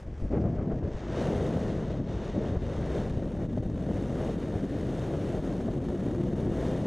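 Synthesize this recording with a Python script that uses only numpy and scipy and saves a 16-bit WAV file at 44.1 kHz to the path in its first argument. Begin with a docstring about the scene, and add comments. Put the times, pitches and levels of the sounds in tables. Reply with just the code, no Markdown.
"""Air tears past a body-worn camera during a fast wingsuit glide along a cliff, right at the microphone.
Eddies buffet the diaphragm with a low roar: noise in bursts, split into large and small eddies.
Fine turbulence rushes and hisses through the hollows of the camera housing: filtered noise with resonances.
Behind these lie the rumble of the body's wake, damped single thumps and short slaps of rough air.
The airstream flutters, and brightens or dulls as the flyer's posture turns the camera in and out of it."""
import sys
import numpy as np
from scipy import signal
from scipy.fft import rfft, irfft
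from scipy.io import wavfile
from scipy.ndimage import uniform_filter1d, map_coordinates

SR = 44100
rng = np.random.default_rng(int(sys.argv[2]) if len(sys.argv) > 2 else 0)


def to_wav(s):
    """Save 16-bit WAV."""
    ch = np.atleast_2d(s).T  # columns
    pcm = np.round(np.clip(ch, -1, 1) * 32767)  # PCM
    wavfile.write(sys.argv[1], SR, pcm.astype(np.int16))


N = 302526

# slow pressure swings in the flyer's wake: t/s, level/dB
WAKE_LEVEL = [(0, -45), (0.3, -36.5), (0.7, -40.5), (1.6, -40.5), (2.8, -37), (4.5, -42), (6.25, -41.5),
              (6.6, -36.5), (6.86, -46)]
# filter of the wake: f/Hz, relative level/dB
WAKE_SPECTRUM = [(10, -43), (22, 3), (40, 13.5), (62, 14.5), (85, 10), (130, 6.5), (300, -53)]
# pockets of rough air: t/s, level/dB, half length/s
ROUGH_AIR_SLAPS = [(0.082, -54.5, 0.018), (0.226, -53, 0.0045), (0.346, -37.5, 0.024), (0.378, -40.5, 0.01),
                   (0.455, -45.5, 0.028), (0.598, -47, 0.03), (0.616, -50.5, 0.25), (0.721, -42.5, 0.013),
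                   (0.86, -52, 0.057), (1.4, -48.5, 0.22), (2.445, -42.5, 0.038), (2.553, -41.5, 0.017),
                   (2.936, -45.5, 0.06), (3.227, -41, 0.006), (3.406, -46, 0.015), (3.989, -54, .01),
                   (4.22, -46.5, 0.089), (4.553, -42.5, 0.018), (5.14, -38, 0.011), (5.335, -44, 0.046),
                   (5.688, -42.5, 0.0076), (5.91, -46, .014), (6.147, -46, 0.016), (6.472, -44, 0.011)]
# filter of the rough air: f/Hz, relative level/dB
SLAP_SPECTRUM = [(150, -23), (350, 15), (650, 7.5), (900, -6), (1500, -12.5), (2100, -20)]
# single large eddies that thump the microphone: t/s, level before damping/dB, swing f/Hz
EDDY_THUMPS = [(0.077, -28.5, 35.8), (.221, -21, 28), (0.244, -18, 35), (0.335, -22, 59.6),
               (0.588, -16, 90), (0.731, -22, 45.5), (0.836, -19, 70), (.945, -21.5, 35), (2.569, -14, 72),
               (2.786, -22, 61.4), (3.173, -16.5, 85), (3.662, -17, 92), (3.896, -27, 110),
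               (4.344, -26, 110), (4.831, -26, 110), (5.39, -21, 100), (5.683, -30, 90), (6.59, -32, 50)]

# strength of the airstream over the housing, read against CRUISE_STREAM_DB: t/s, level/dB
STREAM_LEVEL = [(0, -66.5), (0.06, -74), (0.23, -70), (0.4, -70.5), (0.66, -72.5), (0.82, -68),
                (0.96, -63.5), (1.06, -60), (1.14, -55.5), (1.24, -54.5), (1.4, -56.5), (1.64, -58.5),
                (1.92, -62.5), (2.12, -60.5), (2.26, -59.5), (2.62, -62.5), (2.72, -60.5), (2.85, -59),
                (2.97, -57), (3.13, -64.5), (3.33, -66.5), (3.43, -65.5), (3.5, -66.5), (3.69, -66.5),
                (3.85, -64), (4.25, -59.5), (4.45, -62.5), (4.72, -60), (4.8, -59.5), (5.35, -60),
                (5.55, -62.5), (5.85, -63.5), (6.47, -64), (6.54, -58.5), (6.86, -60)]
# filter of the rush over the housing: f/Hz, relative level/dB
RUSH_SPECTRUM = [(400, 10), (800, 6.5), (1100, 3), (1400, 1.5), (1900, 0.5), (2250, -10), (3000, -27.5),
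                 (4200, -32)]
# filter of the hiss: f/Hz, relative level/dB
HISS_SPECTRUM = [(1200, 2.5), (2200, 6), (3600, -1), (4000, -4.5), (4700, -3), (5300, -2.5), (6400, -3.5),
                 (7200, -7), (8500, -10), (10200, -16), (11300, -21), (12500, -24), (13500, -30),
                 (15500, -33)]
# air resonances of the housing: f/Hz, width/Hz, lift/dB
HOUSING_HOLLOWS = [(2660, 76, 3), (2850, 99, 5.5), (2980, 72, 4.5), (3207, 140, 6), (3670, 336, 8.5),
                   (4220, 390, 5.5), (6350, 820, 3.5)]
# share of the hiss that is top treble: f/Hz, level/dB
SHEEN_SPECTRUM = [(4500, -50), (7000, -13), (9000, -3.5), (11000, 0), (20000, 0)]
# level of the top treble against the rest of the hiss: t/s, level/dB
SHEEN_LEVEL = [(0, 6), (.12, -11), (.25, 5), (.33, -25), (.65, -25), (.85, -11), (1.05, -10), (1.25, 1.5),
               (1.6, 2.5), (2.05, -6), (3.3, 4), (5.8, 6), (6.86, 5.5)]
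# the air lets go of the camera for an instant (a negative drop is a rise):
# t/s, half length/s, drop of stream/dB, drop of buffet/dB
AIR_LULLS = [(0.188, 0.051, -1, 16), (0.283, 0.021, -0.5, 16), (0.412, .012, -1.5, 0.5),
             (0.556, 0.014, -1, 0), (0.809, 0.016, 3, 7), (0.943, 0.016, -1, 2), (0.995, .02, -1, 4),
             (2.033, 0.043, 6, 0), (2.33, .016, 0.5, 4), (2.602, 0.033, 4, 5.5), (3.475, 0.012, 9, 3.5),
             (3.616, 0.018, 6.5, -0.5), (3.685, 0.011, 8, 1.5), (3.735, 0.032, 2.5, 0.5),
             (4.369, 0.013, 4, -1), (4.671, .016, 3.5, 4.5), (4.715, 0.046, 3, 0), (5.414, .014, 3, 4),
             (5.8, 0.026, 5.5, 1)]

# force of the large eddies on the microphone: t/s, level/dB
BUFFET_LEVEL = [(0, -53), (0.235, -28.5), (0.35, -30), (0.46, -26.5), (0.54, -32.5), (0.87, -32.5),
                (0.97, -41.5), (1.28, -30), (1.45, -30), (1.75, -32), (2.0, -34.5), (2.31, -37.5),
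                (2.40, -32.5), (2.68, -34), (3.0, -34.5), (3.55, -32.5), (4.75, -33.5), (5.25, -32.5),
                (5.45, -32.5), (5.85, -32.5), (6.18, -31), (6.42, -31), (6.86, -30.5)]
# filter of the buffeting: f/Hz, relative level/dB
BUFFET_SPECTRUM = [(45, -39), (80, -3), (120, 0), (170, -0.5), (250, -3.5), (400, -7.5), (520, -9.5),
                   (630, -12.5), (800, -23.5), (1100, -33.5), (2000, -57.5)]
# pace at which the large eddies sweep past, higher late in the glide as it gathers speed: t/s, ratio
LARGE_EDDY_PACE = [(0, 0.96), (1.3, 1.01), (3.6, .98), (4.6, 1.033), (6.2, 1.15), (6.86, 1.13)]
# the air shoves the microphone in a short, deep gust: t/s, half length/s, rise of buffet/dB
AIR_SHOVES = [(0.242, .018, 0), (0.343, .025, 1), (0.676, 0.02, 3), (1.03, .02, 0), (2.006, 0.011, 6),
              (2.387, 0.026, 4), (2.988, .022, 4), (3.433, 0.017, 2), (3.58, 0.012, 4), (3.9, 0.016, 5),
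              (4.563, 0.011, 4.5), (4.642, 0.016, 4), (5.87, 0.018, -0.5), (6.207, 0.019, 2)]

CRUISE_STREAM_DB, CRUISE_BUFFET_DB = -61.5, -30.5  # steady flight; the rules below count from here
# small eddies: level in steady flight, dB gained per dB of buffet and per dB of stream
SMALL_DB, SMALL_PER_BUFFET, SMALL_PER_STREAM = -37.5, 0.59, 0.63
RUSH_DB, RUSH_PER_STREAM = -55, 1  # likewise for the rush
HISS_DB = -61  # hiss in steady flight, before the top treble is adjusted
GUST_DB, GUST_HZ = 0.79, 5.3  # random wavering of the stream: rms depth, corner rate
LUMP_DB, LUMP_HZ = 0.88, 8.3  # random lumps in the buffet: rms depth, corner rate
# a weak stream clings badly and flutters: depth in steady flight, depth per dB of slack, greatest depth
FLUTTER_DB, FLUTTER_PER_SLACK, FLUTTER_MAX_DB = 0.8, 0.48, 1.5
SHELTERED_FLUTTER = 0.82  # share of the flutter before the air grazes the housing
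GRAZING_FROM_S, GRAZING_FULL_S = 0.28, 1.24  # air begins to graze the hollows, and rings them fully
ROAR_BALANCE_DB, RUSH_BALANCE_DB = 1.21, 0.73  # left minus right
TOP_HZ = 15400


def undb(db):
    """Decibels to gain."""
    return 10 ** (np.asarray(db) / 20)


def curves(table):
    """Each column of a table as a line through time."""
    s, *columns = np.transpose(table)
    return [np.interp(np.arange(N) / SR, s, column) for column in columns]


def bins():
    """Frequency of each spectral bin in Hz, kept at 1 or above."""
    return np.maximum(np.arange(N // 2 + 1) * SR / N, 1)


def band(x, lo_hz, hi_hz):
    """The part of a sound between two frequencies."""
    inside = (bins() >= lo_hz) & (bins() < hi_hz)
    return irfft(rfft(x) * inside, N)


def unit(x, span_hz):
    """Scale a sound so that the given band has rms 1."""
    return x / np.std(band(x, *span_hz))


def colour(x, points, resonances=()):
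    """Filter by a smooth spectrum with resonant humps; above its last point it loses 24 dB per octave."""
    hz, db = np.transpose(points)
    shape_db = np.interp(np.log(bins()), np.log(hz), db)
    shape_db = shape_db - 24 * np.log2(np.maximum(bins() / hz[-1], 1))
    for centre_hz, width_hz, lift_db in resonances:
        shape_db = shape_db + lift_db / (1 + (2 * (bins() - centre_hz) / width_hz) ** 2)
    return irfft(rfft(x) * undb(shape_db), N)


def walk(rate_hz):
    """Random wavering, mostly below a given rate, with spread 1."""
    lowpass = 1 / np.sqrt(1 + (bins() / rate_hz) ** 4)
    no_drift = bins() / (bins() + 2)
    wavering = irfft(rfft(rng.standard_normal(N)) * lowpass * no_drift, N)
    return wavering / np.std(wavering)


def sustained(x, seconds):
    """Even out the slow swells of a turbulence, leaving its quick grain."""
    size = int(seconds * SR)
    power = uniform_filter1d(uniform_filter1d(x ** 2, size), size)
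    return x / np.sqrt(power + 1e-18)


def eddies(grain_db):
    """Turbulent pressure: noise that comes in bursts of a few milliseconds."""
    return rng.standard_normal(N) * undb(grain_db * walk(310))


def swept(x, pace):
    """Carry a turbulence past at a changing pace: the faster, the higher it sounds."""
    position = np.cumsum(pace) % (N - 1)
    return map_coordinates(x, [position], mode="mirror")


def bell(s, half_s):
    """A smooth rise and fall around a moment, down to 1/e at half_s from it."""
    return np.exp(-((np.arange(N) / SR - s) / half_s) ** 2)


def grazing():
    """How fully the air grazes the housing, 0-1."""
    return np.interp(np.arange(N) / SR, [GRAZING_FROM_S, GRAZING_FULL_S], [0, 1])


def airflow():
    """Stream against steady flight, its quick flutter, and the force of the buffet, all in dB."""
    flow_db = curves(STREAM_LEVEL)[0] - CRUISE_STREAM_DB
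    depth_db = np.clip(FLUTTER_DB - FLUTTER_PER_SLACK * flow_db, 0, FLUTTER_MAX_DB)
    exposure = np.interp(grazing(), [0, 1], [SHELTERED_FLUTTER, 1])
    flutter_db = depth_db * exposure * walk(83)
    flow_db = flow_db + GUST_DB * walk(GUST_HZ)
    buffet_db = curves(BUFFET_LEVEL)[0] + LUMP_DB * walk(LUMP_HZ)
    for s, half_s, stream_drop_db, buffet_drop_db in AIR_LULLS:
        lull = bell(s, half_s)
        flow_db = flow_db - stream_drop_db * lull
        buffet_db = buffet_db - buffet_drop_db * lull
    for s, half_s, rise_db in AIR_SHOVES:
        buffet_db = buffet_db + rise_db * bell(s, half_s)
    return flow_db, flutter_db, buffet_db


def wake():
    """Big, slow vortices shed by the body rumble under everything."""
    wake_db, = curves(WAKE_LEVEL)
    rumble = sustained(colour(eddies(grain_db=2.0), WAKE_SPECTRUM), seconds=0.16)
    return unit(rumble, (20, 75)) * undb(wake_db)


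def slaps():
    """A pocket of rough air swells against the microphone and is gone."""
    swell = sum(undb(db) * bell(s, half_s) for s, db, half_s in ROUGH_AIR_SLAPS)
    rough_air = colour(eddies(grain_db=2.4), SLAP_SPECTRUM)
    return swell * unit(rough_air, (600, 2500))


def thumps(cycles=0.46):
    """A large eddy gives the diaphragm one heavily damped swing, fading by 1/e in the given cycles."""
    out = np.zeros(N)
    for s, db, hz in EDDY_THUMPS:
        turns = hz * np.maximum(np.arange(N) / SR - s, 0)
        damping = np.exp(-np.minimum(turns / cycles, 20))
        out -= undb(db) * np.sin(2 * np.pi * turns) * damping
    return out


def stream(flow_db, flutter_db, pressure):
    """Fine turbulence rushes over the housing and rings its hollows, pulsing with the roar's pressure."""
    sheen_db, = curves(SHEEN_LEVEL)
    rush = unit(colour(eddies(grain_db=1.9), RUSH_SPECTRUM), (950, 2000))
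    fine = eddies(grain_db=1.5)
    plain = unit(colour(fine, HISS_SPECTRUM), (3000, 9000))
    ringing = unit(colour(fine, HISS_SPECTRUM, HOUSING_HOLLOWS), (3000, 9000))
    hiss = plain + grazing() * (ringing - plain)
    # the finest turbulence comes in quick spurts: raise or lower the top treble already in the hiss
    sheen = colour(ringing, SHEEN_SPECTRUM)
    spurts = undb(sheen_db + 1.4 * walk(160))
    hiss = hiss + sheen * (spurts - 1)
    pulsing = undb(flutter_db + 0.17 * pressure)
    rush_gain = undb(RUSH_DB + RUSH_PER_STREAM * flow_db)
    hiss_gain = undb(HISS_DB + flow_db)
    return rush * pulsing * rush_gain, hiss * pulsing * hiss_gain


def buffet(flow_db, flutter_db, buffet_db):
    """Eddies strike the microphone; the small ones grow with both the buffet and the stream."""
    small_db = SMALL_DB + SMALL_PER_BUFFET * (buffet_db - CRUISE_BUFFET_DB) + SMALL_PER_STREAM * flow_db
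    pressure = colour(eddies(grain_db=2.1), BUFFET_SPECTRUM)
    large = band(pressure, 0, 340)
    small = sustained(pressure - large, seconds=0.089)
    pace, = curves(LARGE_EDDY_PACE)
    large = sustained(swept(large, pace), seconds=0.05)
    large = unit(large, (90, 330)) * undb(buffet_db + 0.5 * flutter_db)
    small = unit(small, (350, 800)) * undb(small_db + flutter_db)
    return large + small


def scene():
    """One airflow drives buffet, rush and hiss; roar and rush sit a little left, the hiss central."""
    flow_db, flutter_db, buffet_db = airflow()
    roar = wake() + slaps() + thumps() + buffet(flow_db, flutter_db, buffet_db)
    rush, hiss = stream(flow_db, flutter_db, pressure=sustained(roar, seconds=0.2))
    left_right = np.array([[1], [-1]]) / 2
    placed_roar = roar * undb(ROAR_BALANCE_DB * left_right)
    placed_rush = rush * undb(RUSH_BALANCE_DB * left_right)
    return placed_roar + placed_rush + hiss


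def record(dry):
    """The camera cuts the top with a steep elliptic lowpass."""
    lowpass = signal.ellip(12, 0.2, 80, TOP_HZ, fs=SR, output="sos")  # ripple and stopband in dB
    return signal.sosfilt(lowpass, dry)


dry = scene()
out = record(dry)
to_wav(out)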